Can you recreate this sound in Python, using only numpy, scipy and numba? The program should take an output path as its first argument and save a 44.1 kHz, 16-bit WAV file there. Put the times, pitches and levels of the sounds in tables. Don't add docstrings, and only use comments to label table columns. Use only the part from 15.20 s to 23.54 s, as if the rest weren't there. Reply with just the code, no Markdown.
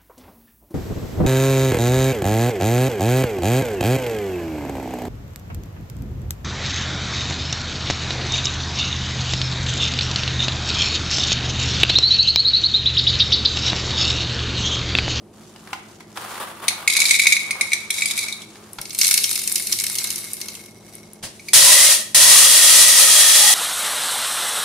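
import sys
import numpy as np
from scipy import signal
from scipy.fft import rfft, irfft, next_fast_len
from scipy.io import wavfile
from numba import njit

SR = 44100
rng = np.random.default_rng(int(sys.argv[2]) if len(sys.argv) > 2 else 0)


def waveform_to_disk(signal):
    frames = np.transpose(np.atleast_2d(signal))
    scaled = np.clip(frames, -1, 1) * 32767
    samples = np.round(scaled).astype(np.int16)
    wavfile.write(sys.argv[1], SR, samples)


N = 367794
T = np.arange(N) / SR

# start_s, crack_db, ring_db
PART_CLACKS = [(1.481, 2.5, -17.5), (1.6761, -3, -9.5), (1.6995, -7, -22), (1.7662, -2.5, -14.5),
               (1.8015, -1, -23), (1.8164, -8, -15), (1.8532, -5, -18), (1.9091, -1.5, -9.5),
               (1.942, -11, -16), (1.9954, -6, -9.5), (2.0564, -20, -14), (2.0682, -2, -7),
               (2.1221, -6, -8.5), (2.1664, -15, -12), (2.3078, -11.5, -16), (2.4098, -5.5, -12),
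               (2.5187, -18, -17), (2.5316, -5.5, -13), (2.7038, -6, -19), (2.7833, -14.5, -25.5),
               (2.8204, -12, -14.5), (2.8564, -6.5, -22.5), (2.9098, -8, -32), (2.9765, -9.5, -22),
               (2.9884, -11, -23), (3.0385, -18, -31), (3.0834, -17, -24.5), (3.1242, -17, -52),
               (3.2176, -22, -54), (6.1953, -36, -38), (6.2848, -19, -27.5)]
# start_s, end_s, level_db, fade_db_per_s
PART_SHAKES = [(1.69, 2.136, -15.5, 153), (2.404, 2.58, -33.5, 106), (2.727, 3.02, -23.5, 86)]
# pitch_hz, level_db
CRACK_TONE = [(200, -51), (1400, -19.5), (2100, -2.5), (3000, -7.5), (3900, 11), (5200, 2), (7000, 4),
              (9500, 2), (11500, -1), (15000, -17)]
# pitch_hz, width_hz, gain_db
RATTLE_BANDS = [(2267, 200, 18.5), (3690, 57, 6), (4270, 250, -14), (6150, 94, -14), (9040, 280, 1.5)]
# pitch_hz, level_db, t60_s
BODY_NOTES = [(2098, -15.5, 0.083), (2247, 4, 0.034), (2390, 1, 0.025), (2520, -7.5, 0.013),
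              (3720, -14, 0.015), (4020, 6, 0.0066), (4430, -34, 0.0218), (5900, -12.5, 0.034),
              (6670, -18, 0.034), (8500, -24, 0.014)]


def hollow_part(crack_db=-6, ring_db=7, rattle_db=-5, detune=0.017):
    shaking = sum(amp(db) * swell(start, end, 0.0034, fade) for start, end, db, fade in PART_SHAKES)
    bounce_s, bounce_db = catches(PART_SHAKES[0][0], PART_CLACKS[-1][0], shaking, spread_db=0.5, count=48)
    bounces = np.transpose([bounce_s, bounce_db + 2, bounce_db - 5])
    clacks = np.vstack([PART_CLACKS, bounces])
    cracks = blows(clacks[:, 0], clacks[:, 1] + crack_db, t60_s=0.051, rise_s=0.00049, patchy_db=5)
    hz, db, t60_s = np.transpose(BODY_NOTES)[:, :, None]
    age, rings = T[:SR // 8], np.zeros((2, N))
    fade = amp(db) * die_away(age, t60_s) * (1 - np.exp(-age / 0.0022))
    for start_s, _, body_db in clacks:
        mistune, skew = rng.standard_normal((2, len(hz), 1))
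        phase = 2 * np.pi * hz * (1 + detune * mistune) * age
        shift = skew * hz / 5000
        ring = np.array([np.sum(fade * np.sin(phase + side * shift), axis=0) for side in (1, -1)])
        start = int(start_s * SR)
        rings[:, start:start + len(age)] += amp(body_db + ring_db) * ring
    rattle = colour(grains(per_s=180, spread_db=0.5, t60_s=0.04) * shaking, CRACK_TONE, RATTLE_BANDS)
    return colour(cracks, CRACK_TONE) + rings + amp(rattle_db) * rattle


# time_s, level_db
BASKET_PUSH = [(3.45, -60), (3.78, -30), (3.79, -17), (4.15, -24.5), (4.81, -26), (5.37, -41), (5.59, -61),
               (5.75, -49.5), (6.0, -74)]
# start_s, level_db, treble_db
BASKET_TICKS = [(3.532, -33, -32), (3.614, -16, -23.5), (3.6536, -16.5, -39), (3.705, -13.5, -50),
                (3.748, -13.5, -24), (3.7876, -11, -13), (3.813, 4.5, -13), (3.845, -0.5, -20),
                (3.8683, -4, -11), (3.91, 0.5, -14), (3.9402, 1, -10), (3.9763, 1.5, -14),
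                (4.0405, -1, -14.5), (4.1553, -6.5, -18), (4.3231, -28, -14.5), (4.3562, -5.5, -16),
                (4.523, -5.5, -19), (4.5872, -8, -22), (4.784, -6, -20), (4.9034, -10.5, -20.5),
                (5.133, -28, -19), (5.2133, -12, -28), (5.2835, -15, -29), (5.351, -18, -32),
                (5.7522, -35, -33.5), (5.933, -41, -36)]
# pitch_hz, level_db
TICK_TONE = [(200, -33), (1000, -38.5), (2000, -8), (3200, -3), (5500, 2.5), (7200, -1), (9000, -12),
             (15000, -55)]
SNAP_TONE = [(2000, -43), (6500, -6.5), (9200, 5.5), (12500, 2.5), (15500, -14)]
SCRAPE_TONE = [(200, -39), (1000, -12.5), (2000, -6.5), (3200, -10.5), (4200, -0.5), (7000, -1.5),
               (9400, 3.5), (12500, -0.5), (15500, -12.5)]
# pitch_hz, width_hz, lift_db
TICK_PEAKS = [(2220, 92, 11), (2650, 300, 5.2), (3650, 41, 5.9), (4120, 210, 5.6), (5600, 730, 4.4),
              (6430, 81, 8.7)]


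def basket(tick_db=-7, snap_db=4, grit_db=-5.5, ping_db=-8, glide_start_s=3.7):
    push = amp(np.interp(T, *np.transpose(BASKET_PUSH), left=-120, right=-120))
    catch_s, catch_db = catches(glide_start_s, BASKET_TICKS[-1][0], push, spread_db=7.5, count=44)
    light_ticks = np.transpose([catch_s, catch_db + 11, catch_db + 2])
    times, body_db, treble_db = np.vstack([BASKET_TICKS, light_ticks]).T
    ticks = blows(times, body_db + tick_db, t60_s=0.031, rise_s=0.00096, patchy_db=2.5)
    snaps = blows(times, treble_db + snap_db, t60_s=0.019, rise_s=0.0001, patchy_db=1.5)
    grit = amp(grit_db) * grains(per_s=390, spread_db=7.5, t60_s=0.012)
    tinkle = amp(ping_db) * pings(per_s=4000, spread_db=3.5, t60_s=0.041)
    scrape_peaks = [(2180, 240, 12.5), (2810, 350, 4), (3780, 440, 5.8)]
    scrape = colour((grit + tinkle) * push, SCRAPE_TONE, scrape_peaks)
    return colour(ticks, TICK_TONE, TICK_PEAKS) + colour(snaps, SNAP_TONE) + scrape + basket_wall(push)


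# pitch_hz, width_hz, lift_db
SINGING_PEAKS = [(2166, 156, 19.2), (3950, 110, 16), (4814, 200, 11), (5800, 410, 18), (8300, 570, 5.9)]


def basket_wall(push, level_db=-24, seated_s=4.8, rise_db_per_s=26):
    rubbing = push ** 0.53 * amp(level_db - rise_db_per_s * np.maximum(seated_s - T, 0))
    tone = [(300, -12), (1500, 7), (6000, 2.5), (11000, 8), (15000, -7)]
    return colour(grains(per_s=110, spread_db=1.5, t60_s=0.011) * rubbing, tone, SINGING_PEAKS)


# open_s, close_s, level_db, fall_db_per_s, closing_fade_s
SPRAY_BURSTS = [(6.333, 6.721, -7.5, 6, 0.053), (6.946, 8.4, -8.5, 1.08, .05)]
# pitch_hz, level_db
JET_TONE = [(30, -24), (100, -23), (280, -30.5), (450, -19), (900, -9.5), (1600, -9), (2500, -2.5),
            (4000, 1.5), (7500, 3.5), (10300, 4.5), (12000, -3.5), (14000, -5), (15500, -13.5)]
# pitch_hz, width_hz, lift_db
HISS_PEAKS = [(530, 71, 7), (614, 49, 1.4), (1940, 54, 10.6), (2850, 31, 6.1), (3900, 170, 2.8),
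              (4830, 78, 1), (5480, 66, 2.7), (5940, 160, 2.5), (9430, 150, 1.5)]


def spray(seep_s=6.064, seep_db=-56.5, seep_db_per_s=58, flutter_db=1.33, spatter_db=-7, ring_db=-3.5):
    seep = (T > seep_s) * (T < SPRAY_BURSTS[0][0]) * amp(seep_db + seep_db_per_s * (T - seep_s))
    flow = np.zeros(N)
    for open_s, close_s, db, fall_db_per_s, fade_s in SPRAY_BURSTS:
        age = np.maximum(T - open_s, 0)
        opening = 1 - np.exp(-age / 0.00044)
        closing = np.exp(-np.maximum(T - close_s, 0) / fade_s)
        flow += opening * amp(db - fall_db_per_s * age) * closing
    hiss = air() * amp(flutter_db * wander(per_s=32))
    drops = amp(spatter_db) * grains(per_s=2500, spread_db=2.5, t60_s=0.012)
    jet = (flow + seep) * colour(unit(hiss + drops), JET_TONE, HISS_PEAKS)
    return jet + amp(ring_db) * flow ** 0.76 * vessel()


# pitch_hz, width_hz, level_db, growth_db_per_s
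VESSEL_NOTES = [(586, 98, -26, -2.5), (1263, 113, -33, 5), (1884, 170, -20.5, 2), (3305, 145, -20.5, 4)]
# start_s, length_s, from_hz, to_hz, level_db
AIR_POCKETS = [(6.38, 0.2, 990, 1030, -20.5), (6.522, 0.21, 1960, 2200, -16.5),
               (6.956, 0.35, 960, 1210, -20.5), (8.134, 0.27, 830, 810, -17.5)]


def vessel():
    filling_s = np.maximum(T - SPRAY_BURSTS[0][0], 0)
    out = sum(amp(db + growth * filling_s) * breathy_note(hz, width)
              for hz, width, db, growth in VESSEL_NOTES)
    for start_s, length_s, from_hz, to_hz, db in AIR_POCKETS:
        progress = np.clip((T - start_s) / length_s, 0, 1)
        pitch_hz = from_hz + (to_hz - from_hz) * progress
        out += amp(db) * np.sin(np.pi * progress) * breathy_note(pitch_hz, width_hz=110)
    return out


# start_s, contact_db, ring_db
LID_KNOCKS = [(0.36, -30.5, -60), (0.473, -30, -62), (0.5303, -13.5, -27), (0.805, -27, -49),
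              (0.972, -17.5, -40), (1.154, -24.5, -42), (2.353, -26, -34.5), (3.355, -30, -53),
              (3.585, -17, -41)]
# pitch_hz, level_db
KNOCK_TONE = [(150, -33), (550, -20), (800, -3), (1050, -9), (1700, -5.5), (2300, -10.5), (3200, -8),
              (5000, -11), (9000, -20), (15000, -29)]
# pitch_hz, width_hz, lift_db
KNOCK_PEAKS = [(795, 100, 2.3), (980, 100, 2.8), (1400, 87, 3.6), (2180, 370, 7.7), (3520, 600, 2.9)]
# pitch_hz, level_db, t60_s
LID_NOTES = [(778, -8.5, 0.096), (1028, -0.5, 0.097), (1210, -11, 0.07), (1433, -6, 0.074),
             (2050, -5, 0.046), (3520, -10, 0.04)]


def lid(knock_db=-5):
    times, contact_db, ring_db = np.transpose(LID_KNOCKS)
    contacts = blows(times, contact_db + knock_db, t60_s=0.036, rise_s=0.00061, patchy_db=2.5)
    age, taps = T[:SR // 4], np.zeros(N)
    taps[(times * SR).astype(int)] = amp(ring_db)
    ring = sum(amp(db) * np.sin(2 * np.pi * hz * age) * die_away(age, t60) for hz, db, t60 in LID_NOTES)
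    return colour(contacts, KNOCK_TONE, KNOCK_PEAKS) + signal.fftconvolve(taps, ring)[:N]


# start_s, thud_db, brush_db
COUNTER_BUMPS = [(3.581, -27.5, -50), (6.025, -28.5, -17)]
# pitch_hz, level_db
THUD_TONE = [(30, -10), (60, -7), (135, 1.5), (250, -14.5), (700, -14), (3000, -48)]


def counter(valve_db=-29):
    times, thud_db, brush_db = np.transpose(COUNTER_BUMPS)
    thuds = blows(times, thud_db, t60_s=0.15, rise_s=0.024, patchy_db=2)
    openings = [burst[0] for burst in SPRAY_BURSTS]
    thumps = blows(openings, [valve_db] * len(openings), t60_s=0.36, rise_s=0.047, patchy_db=2.5)
    brush = blows(times, brush_db, t60_s=0.15, rise_s=0.023, patchy_db=1.5)
    brush_tone = [(200, -6), (900, -3.5), (2200, -3), (5000, -1), (10000, -2.5), (15000, -18)]
    return colour(thuds + thumps, THUD_TONE) + colour(brush, brush_tone)


# start_s, end_s, rub_db, hiss_db
STROKES = [(0.128, 0.94, -54, -54.5), (0.953, 1.036, -36, -46), (1.082, 1.153, -39.5, -52),
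           (1.27, 1.834, -39, -59), (2.025, 3.09, -45, -48), (3.28, 5.293, -57, -56),
           (5.602, 5.922, -63, -57)]
# pitch_hz, level_db
CLOTH_TONE = [(100, -23), (500, -4), (1200, 3), (2000, -7), (3500, -8.5), (6000, -18), (10000, -11.5),
              (15000, -18)]
SKIN_TONE = [(500, -24), (2500, 1), (7000, 5), (11000, -6), (15000, -17)]


def sleeve_and_hand(uneven_db=3):
    rub, hiss = sum(amp([[rub_db], [hiss_db]]) * swell(start, end, attack_s=0.011, fade_db_per_s=69)
                    for start, end, rub_db, hiss_db in STROKES)
    cloth = grains(per_s=350, spread_db=1.5, t60_s=0.064) * rub * amp(uneven_db * wander(per_s=18))
    skin = grains(per_s=250, spread_db=2, t60_s=0.03) * hiss
    return colour(cloth, CLOTH_TONE) + colour(skin, SKIN_TONE)


# pitch_hz, level_db
KITCHEN_TONE = [(15, -70), (25, -30), (99, -4), (156, -4.5), (221, 1.5), (267, -6), (349, 2.5), (509, -9.5),
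                (648, -8), (1660, -26), (7500, -30.5), (10900, -31), (15000, -42)]
# pitch_hz, level_db
HUM_NOTES = [(53.8, -70), (107.7, -58.5), (161.5, -60.5), (210.5, -55), (215, -76), (349.9, -91.5)]


def kitchen(noise_db=-48, waver_db=1):
    hum = np.zeros(N)
    for hz, db in HUM_NOTES:
        strength = np.sqrt(2) * amp(db + waver_db * wander(per_s=3.56))
        hum += strength * np.sin(2 * np.pi * hz * T + 0.5 * wander(per_s=1.9))
    return amp(noise_db) * colour(air(), KITCHEN_TONE) + hum


# pitch_hz, t60_s
ECHO_TIMES = [(200, 0.32), (2000, 0.53), (6000, 0.35), (14000, 0.22)]


def wall_echo(x, build_s=0.0047):
    hz, age, noise = signal.stft(rng.standard_normal((2, SR // 2)), SR, nperseg=256)
    fade = die_away(age, over_hz(ECHO_TIMES, hz)[:, None]) * (1 - np.exp(-age / build_s))
    tail = signal.istft(noise * fade, SR)[1]
    tail /= np.linalg.norm(tail, axis=1, keepdims=True)
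    return signal.fftconvolve(x, tail, axes=1)[:, :N]


# pitch_hz, likeness_0_to_1
STEREO_LIKENESS = [(60, 0.92), (250, 0.93), (550, 0.84), (1100, 0.9), (3100, 0.55), (6800, 0.2), (15000, 0)]


def air():
    size = next_fast_len(N)
    mid, side = rfft(rng.standard_normal((2, size)))
    alike = np.clip(over_hz(STEREO_LIKENESS, np.fft.rfftfreq(size, 1 / SR)), 0, 1)
    mid, side = mid * np.sqrt(1 + alike), side * np.sqrt(1 - alike)
    return unit(irfft([mid + side, mid - side], size)[:, :N])


def blows(times, levels_db, t60_s, rise_s, patchy_db):
    age, noise, out = T[:SR // 5], air(), np.zeros((2, N))
    hz = np.fft.rfftfreq(len(age), 1 / SR)
    shape = (1 - np.exp(-age / rise_s)) * die_away(age, t60_s)
    for start_s, db in zip(times, levels_db):
        span = slice(int(start_s * SR), int(start_s * SR) + len(age))
        tint = amp(patchy_db * np.interp(hz, np.linspace(0, SR / 2, 48), rng.standard_normal(48)))
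        out[:, span] += amp(db) * shape * irfft(rfft(noise[:, span]) * unit(tint), len(age))
    return out


def catches(start_s, end_s, effort, spread_db, count):
    place, size = rng.random((count, 2)).T
    times = start_s + (end_s - start_s) * (np.arange(count) + place) / count
    return times, 20 * np.log10(np.interp(times, T, effort) + 1e-9) + spread_db * (2 * size - 1)


def grains(per_s, spread_db, t60_s):
    sizes = (rng.random(N) < per_s / SR) * amp(spread_db * np.minimum(rng.exponential(size=N), np.pi))
    power = signal.lfilter([1], [1, -die_away(1 / SR, t60_s) ** 2], sizes ** 2 + 1e-12)
    return unit(np.sqrt(power) * air())


def pings(per_s, spread_db, t60_s, notes=36):
    out = np.zeros((2, N))
    decay = die_away(1 / SR, t60_s)
    for hz in np.linspace(2500, 15000, notes) + 100 * rng.standard_normal(notes):
        taps = np.zeros((2, N))
        count = int(per_s * N / SR / notes)
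        places = rng.integers(N, size=count)
        size_db = spread_db * np.minimum(rng.exponential(size=count), np.pi)
        for channel in taps:
            channel[places - rng.integers(2, size=count)] = amp(size_db + 2 * rng.standard_normal(count))
        feedback = [1, -2 * decay * np.cos(2 * np.pi * hz / SR), decay ** 2]
        out += signal.lfilter([1, 0, -1], feedback, taps + 1e-18)
    return unit(out)


def breathy_note(pitch_hz, width_hz, flutter_db=1.4, drift=0.0083):
    centre_hz = pitch_hz * (1 + drift * wander(per_s=6))
    band = resonate(rng.standard_normal(N), centre_hz, float(width_hz))
    note = resonate(band, centre_hz, float(width_hz))
    return unit(note) * amp(flutter_db * wander(per_s=25))


@njit
def resonate(x, hz, width_hz):
    out, band, low = np.empty(len(x)), 0., 0.
    for i in range(len(x)):
        tuning, damping = np.tan(np.pi * hz[i] / SR), width_hz / hz[i]
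        swing = (band + tuning * (x[i] - low)) / (1 + tuning * (tuning + damping))
        band, low, out[i] = 2 * swing - band, low + 2 * tuning * swing, damping * swing
    return out


def colour(x, tone, bands=(), size=4096):
    hz = np.fft.rfftfreq(size, 1 / SR)
    db = over_hz(tone, hz) + sum(gain / (1 + (2 * (hz - at) / width) ** 2) for at, width, gain in bands)
    cepstrum = irfft(np.log(amp(db)))
    cepstrum[1:size // 2] *= 2
    cepstrum[size // 2 + 1:] = 0
    response = irfft(np.exp(rfft(cepstrum)))
    return signal.fftconvolve(x, response[None] / np.linalg.norm(response), axes=1)[:, :N]


def swell(start_s, end_s, attack_s, fade_db_per_s):
    rise = 1 - np.exp(-np.maximum(T - start_s, 0) / attack_s)
    return rise * amp(-fade_db_per_s * np.maximum(T - end_s, 0))


def die_away(age_s, t60_s):
    return np.exp(-np.log(1000) * age_s / t60_s)


def wander(per_s):
    knots = rng.standard_normal(int(N / SR * per_s) + 3)
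    return unit(np.interp(T * per_s, np.arange(len(knots)), knots))


def over_hz(rows, hz):
    points, values = np.transpose(rows)
    return np.interp(np.log(hz + 1), np.log(points), values)


def amp(db):
    return 10 ** (np.asarray(db) / 20)


def unit(x):
    return x / np.sqrt(np.mean(x ** 2))


def scene(parts_echo_db=-8, spray_echo_db=-12):
    parts = hollow_part() + basket() + lid() + sleeve_and_hand() + counter()
    jet = spray()
    return parts + jet + wall_echo(amp(parts_echo_db) * parts + amp(spray_echo_db) * jet) + kitchen()


def record(dry, bright_db=-5, bright_hz=9420.0, top_hz=15650):
    left, right = dry
    left = left + amp(bright_db) * resonate(left, np.full(N, bright_hz), width_hz=1150.0)
    clipped = np.clip([left, right], -1, 1)
    return signal.sosfilt(signal.ellip(10, 0.1, 70, top_hz, fs=SR, output="sos"), clipped)


dry = scene()
out = record(dry)
waveform_to_disk(out)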